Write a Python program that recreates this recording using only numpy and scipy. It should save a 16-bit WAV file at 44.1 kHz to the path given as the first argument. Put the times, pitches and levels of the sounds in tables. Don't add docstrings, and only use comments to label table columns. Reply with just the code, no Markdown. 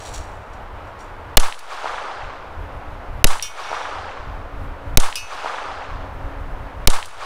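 import sys
import numpy as np
from scipy import signal
from scipy.fft import rfft, irfft
from scipy.io import wavfile
from scipy.ndimage import uniform_filter1d, minimum_filter1d

SR = 44100
rng = np.random.default_rng(int(sys.argv[2]) if len(sys.argv) > 2 else 0)


def output_pcm(signal):
    pcm = np.clip(np.atleast_2d(signal).T, -1, 1) * 32767
    wavfile.write(sys.argv[1], SR, np.round(pcm).astype(np.int16))


N = 319725
OVERLOAD_DB = 22


def amp(db):
    return 10 ** (np.asarray(db) / 20)


def unit_rms(x):
    return x / np.sqrt(np.mean(x ** 2) + 1e-20)


def seconds(length_s):
    return np.arange(int(length_s * SR)) / SR


def add(mix, start_s, sound):
    part = mix[max(round(start_s * SR), 0):][:len(sound)]
    part += sound[:len(part)]


def colour(x, spectrum):
    hz, db = np.transpose(spectrum)
    bin_hz = np.fft.rfftfreq(len(x), 1 / SR)
    gain = amp(np.interp(np.log(bin_hz + 1), np.log(hz), db))
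    return unit_rms(irfft(rfft(x) * gain, len(x)))


def noise(spectrum, t):
    return colour(rng.standard_normal(len(t)), spectrum)


def burst(spectrum, decay_s):
    t = seconds(1)
    return noise(spectrum, t) * np.exp(-t / decay_s)


def knocks(t, depth_db):
    jitter = unit_rms(uniform_filter1d(rng.standard_normal(len(t)), size=90))
    return unit_rms(amp(depth_db * jitter))


# frequency in Hz, relative level in dB.
WIND_SPECTRUM = [(5, -8.5), (28, 6), (55, -4.5), (82, -1), (120, -9.5), (170, -21), (300, -27),
                 (700, -61.5)]
# peak time in seconds, boost in dB.
WIND_GUSTS = [(3.149, 5.5), (4.8, 4), (6.65, 6.5)]

def wind(t, buffet, start_db=-38, freshen_db_per_s=0.79, gust_width_s=0.34, buffet_db=4):
    gusts_db = sum(db * np.exp(-((t - peak_s) / gust_width_s) ** 2) for peak_s, db in WIND_GUSTS)
    level_db = start_db + freshen_db_per_s * t + gusts_db + buffet_db * buffet
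    return amp(level_db) * noise(WIND_SPECTRUM, t)


# frequency in Hz, relative level in dB.
WOODS_SPECTRUM = [(100, -20.5), (180, -4.5), (300, -4.5), (550, 2), (950, 2), (1400, -2), (2000, -9.5),
                  (3000, -17), (4500, -26.5), (7000, -35), (11000, -40), (15500, -43)]

def woods(t, sway, level_db=-37.5, sway_db=0.5):
    return amp(level_db + sway_db * sway) * noise(WOODS_SPECTRUM, t)


def engine(t, sway, drift, start_hz=305.4, sag_hz_per_s=5, level_db=-43.5, nearest_s=5.26, pass_s=1.0):
    hz = (start_hz - sag_hz_per_s * t) * (1 + 0.012 * drift)
    phase = 2 * np.pi * np.cumsum(hz) / SR
    drone = np.sin(phase) + amp(-3) * np.sin(2 * phase)
    relative_distance = np.hypot(1, (t - nearest_s) / pass_s)
    return amp(level_db + 2 * sway) / relative_distance * drone


# frequency in Hz, relative level in dB.
RATTLE_SPECTRUM = [(500, -5), (1700, -2.5), (4500, 4), (5350, -6), (5680, 10.5), (6000, 0), (7200, 3.5),
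                   (8700, -2), (9000, -2), (10400, -9), (11500, -17), (15500, -18)]
# start in seconds, level in dB, rise in seconds, decay in seconds.
METAL_RATTLES = [(0.0, -41.5, .003, 0.16), (0.049, -38, .003, 0.055), (.132, -31.5, .012, 0.04),
                 (.528, -51, .006, 0.02), (.868, -55, .008, 0.019), (.985, -46, .02, 0.045)]

def metal_rattles(mix):
    t = seconds(1)
    for start_s, db, rise_s, decay_s in METAL_RATTLES:
        rattle = burst(RATTLE_SPECTRUM, decay_s) * knocks(t, depth_db=3)
        add(mix, start_s, amp(db) * np.minimum(t / rise_s, 1) * rattle)


# frequency in Hz, relative level in dB.
CRACK_SPECTRUM = [(200, -13.5), (700, -3.5), (1400, -11), (2400, -4.5), (2900, 1), (3300, -9.5),
                  (3850, 2.5), (4800, -10.5), (5700, -2), (7000, -7.5), (9500, -7), (15500, -14)]
# delay in seconds, relative height, width in seconds.
BODY_SLAPS = [(.0041, 0.86, 0.000075), (.0051, 1, 0.000032), (.0058, .4, .00004), (.0075, 0.81, 0.00006)]

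def blast(crack_db, decay_s, slap_db, bounce_s, leak_hz=0.62):
    t = seconds(1.8)
    crack = amp(crack_db) * noise(CRACK_SPECTRUM, t) * np.exp(-t / decay_s)
    slaps = sum(height * np.exp(-((t - at_s) / width_s) ** 2) for at_s, height, width_s in BODY_SLAPS)
    ground = 0.78 * np.exp(-((t - bounce_s) / 0.00042) ** 2)
    swing = -7.4 * np.exp(-t / 0.026) * np.sin(np.pi * (0.031 - t) / 0.128)
    pinned = 1.083 * np.tanh(np.minimum(swing, 0)) + np.maximum(swing, 0)
    pinned *= np.minimum(t / 0.0021, 1)
    leak = signal.butter(1, leak_hz, "high", fs=SR)
    return crack + amp(slap_db) * slaps + ground + signal.lfilter(*leak, pinned)


# frequency in Hz, relative level in dB.
SLIDE_SPECTRUM = [(100, 11.5), (400, 0), (1200, -70.5), (3000, 7.5), (7000, 7), (10000, 6.5), (15500, -27)]

def slide(clack_db=5, clack_s=0.028, rattle_db=-7, rattle_s=0.026, rattle_decay_s=0.068):
    t = seconds(0.65)
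    clack = amp(clack_db) * np.exp(-(t - clack_s) / 0.0025) * (t > clack_s)
    rattle = amp(rattle_db) * knocks(t, depth_db=2.5) * np.exp(-abs(t - rattle_s) / rattle_decay_s)
    rattle *= np.interp(t, [0.01, 0.024, rattle_s], [0, 0.15, 1])
    return noise(SLIDE_SPECTRUM, t) * (clack + rattle)


# start in seconds, crack level in dB over overload, crack decay in seconds,
# body slap gain in dB, ground bounce delay in seconds, slide gain in dB.
PISTOL_SHOTS = [(1.3709, 19, 0.0014, 9, 0.0092, -1.5), (3.2429, 27, 0.00082, -2, 0.0095, 0),
                (4.973, 21, 0.00084, -5, 0.00877, -1), (6.8737, 18.5, 0.00098, -1.5, 0.0095, -1)]

def pistol(mix, echo):
    for start_s, crack_db, decay_s, slap_db, bounce_s, slide_db in PISTOL_SHOTS:
        add(mix, start_s, amp(OVERLOAD_DB) * blast(crack_db, decay_s, slap_db, bounce_s))
        add(mix, start_s, amp(slide_db) * slide())
        add(mix, start_s, echo)


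# frequency in Hz, relative level in dB.
SCATTER_SPECTRUM = [(60, -28.5), (200, -26.5), (330, -12.5), (480, -4.5), (900, 2), (1300, 2.5),
                    (1900, -6.5), (3600, -11), (7000, -17), (10000, -21.5), (12000, -30), (16000, -25)]
# peak delay in seconds, level in dB, rise in dB per second, fade in dB per second.
TERRAIN = [(.029, -1, 1000, 602), (.063, 1.2, 800, 189), (.24, -20.5, 60, 30), (.345, -12.5, 280, 38),
           (.5, -14.5, 150, 33)]

def scatter(t, grain_db=2.5, ridge_s=0.9, ridge_db_per_s=25):
    grains = rng.standard_normal(len(t)) * amp(grain_db * np.minimum(rng.exponential(1, len(t)), 5))
    power = sum(amp(db + np.minimum(rise * (t - peak_s), fade * (peak_s - t))) ** 2
                for peak_s, db, rise, fade in TERRAIN)
    ridge_shadow = amp(-ridge_db_per_s * np.maximum(t - ridge_s, 0))
    return colour(grains, SCATTER_SPECTRUM) * np.sqrt(power) * ridge_shadow


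def trunks(count=6, near_s=0.38, far_s=0.98, near_db=-2.5, fade_db_per_s=26, centre_hz=2200):
    place, tone = rng.random((count, 2)).T
    depth_s = (far_s - near_s) * (np.arange(count) + place) / count
    return list(zip(near_s + depth_s, near_db - fade_db_per_s * depth_s, centre_hz * 2 ** (tone - 0.5)))


# delay in seconds, level in dB, centre frequency in Hz.
FIELD_REFLECTORS = [(.0615, 0, 2400), (.0885, 1, 1800), (.1545, 9, 2900), (.1738, -3, 3300),
                    (.474, -1, 800), (.4875, 2, 900), (.612, -4, 1200)]

def field_echo(patch_db=1.82, air_db_per_s=26):
    t = seconds(1.5)
    echo = scatter(t)
    for delay_s, db, centre_hz in FIELD_REFLECTORS + trunks():
        cycles = (t - delay_s) * centre_hz
        echo += amp(db) * np.cos(2 * np.pi * cycles) * np.exp(-2 * cycles ** 2)
    hz, path_s, bins = signal.stft(echo, SR, nperseg=256)
    patches = uniform_filter1d(rng.standard_normal(bins.shape), size=4, axis=0)
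    patches = unit_rms(uniform_filter1d(patches, size=3, axis=1))
    air_loss_db = air_db_per_s * path_s * (hz[:, None] / 10000) ** 1.1
    return signal.istft(bins * amp(patch_db * patches - air_loss_db), nperseg=256)[1]


# frequency in Hz, relative level in dB.
SPLASH_SPECTRUM = [(300, -39), (1600, -22), (2500, -5), (5000, -2), (8000, -3.5), (11000, -8), (15500, -15)]
# start in seconds, level in dB, decay in seconds.
SOIL_HITS = [(1.5914, -16.5, .004), (3.469, -21, .002), (5.185, -20, .002), (7.0572, -12.5, 0.0033)]

def soil_hits(mix):
    for start_s, db, decay_s in SOIL_HITS:
        add(mix, start_s, amp(db) * burst(SPLASH_SPECTRUM, decay_s))


# frequency in Hz, T60 in seconds, level in dB for a centre strike, level in dB for a rim strike.
PLATE_MODES = [(1740, 0.44, -17, -31), (2230, 0.72, -14.5, -17), (2490, 0.35, -9, -2.5),
               (2615, 0.43, -21, 0.5), (2860, 0.26, -8, 1), (3130, 0.28, -5, -21), (2940, 0.34, -24, -11),
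               (3541, 0.22, -5, -18), (3730, 0.18, -16, -4), (4160, 0.27, -25, -19), (4340, .25, -25, -15),
               (4350, .25, -24, -15), (4360, 0.23, -14, -14), (4540, 0.36, -24, -10), (4978, 0.13, -20, 5),
               (5300, 0.22, -13, -0.5), (5670, 0.16, 6, -9), (5824, 0.19, -6, -12), (6000, 0.51, -15, -8),
               (6487, 0.33, -27, -11), (7750, .2, -27, -27), (9618, 0.52, -25, -21), (9860, 0.099, -8, -4),
               (11850, .2, -29, -13)]

def plate_ring(spot, twin_gain=0.35, split_hz=38, clank_db=-18, clank_t60_s=0.15):
    t, ring = seconds(1), 0
    for hz, t60_s, centre_db, rim_db in PLATE_MODES:
        phase, twin_phase, split = rng.random(3)
        twin_hz = hz + split_hz * (2 * split - 1)
        mode = np.sin(2 * np.pi * (hz * t + phase))
        twin = twin_gain * np.sin(2 * np.pi * (twin_hz * t + twin_phase))
        ring += amp(centre_db + spot * (rim_db - centre_db) - 60 * t / t60_s) * (mode + twin)
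    for place, phase in rng.random((40, 2)):
        hz = 2200 * 5 ** place
        ring += amp(clank_db - 60 * t / clank_t60_s) * np.sin(2 * np.pi * (hz * t + phase))
    return ring


# start in seconds, ring gain in dB, splash gain in dB, strike spot from 0 (centre) to 1 (rim).
PLATE_HITS = [(3.4250, -7.5, 3.5, 0.036), (5.1564, -7.5, 2.5, 0.75)]

def plate_hits(mix, echo, echo_db=-11):
    delay_s = np.arange(len(echo)) / SR
    woods_edge = echo * (delay_s > 0.2) * np.exp(-delay_s / 0.11)
    woods_edge /= np.linalg.norm(woods_edge)
    for start_s, ring_db, splash_db, spot in PLATE_HITS:
        ring = amp(ring_db) * plate_ring(spot)
        tick = burst(SPLASH_SPECTRUM, decay_s=0.0012)
        shimmer = amp(-15) * burst(SPLASH_SPECTRUM, decay_s=0.03)
        clang = ring + amp(splash_db) * (tick + shimmer)
        add(mix, start_s, clang)
        carry = amp(echo_db - 10 * spot)
        add(mix, start_s, carry * signal.fftconvolve(clang, woods_edge))


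def scene(port_db=-31):
    t = np.arange(N) / SR
    slow_spectrum = [(1, 0), (5, -3), (20, -28), (60, -100)]
    buffet, sway, drift = (noise(slow_spectrum, t) for _ in range(3))
    mix = wind(t, buffet) + woods(t, sway) + engine(t, sway, drift)
    echo = field_echo()
    pistol(mix, echo)
    plate_hits(mix, echo)
    soil_hits(mix)
    metal_rattles(mix)
    port_taps = unit_rms(np.diff(rng.standard_normal(65))) / np.sqrt(64)
    side = amp(port_db) * signal.oaconvolve(mix, port_taps)[:N]
    return np.array([mix + side, mix - side])


def record(dry, limit_db=-2, recovery_db_per_s=22, ahead_s=0.01, cutoff_hz=15700):
    clipped = np.clip(dry, -amp(OVERLOAD_DB), amp(OVERLOAD_DB))
    over_db = np.maximum(20 * np.log10(abs(clipped).max(0) + 1e-9) - limit_db, 0)
    ramp_db = recovery_db_per_s * np.arange(N) / SR
    gain_db = ramp_db - np.maximum.accumulate(over_db + ramp_db)
    gain_db = minimum_filter1d(gain_db, size=2 * int(ahead_s * SR) + 1)
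    gain_db = uniform_filter1d(gain_db, size=400)
    lowpass = signal.firwin(301, cutoff_hz, window=("kaiser", 9), fs=SR)
    return signal.oaconvolve(clipped * amp(gain_db), lowpass[None], "same", axes=1)


dry = scene()
out = record(dry)
output_pcm(out)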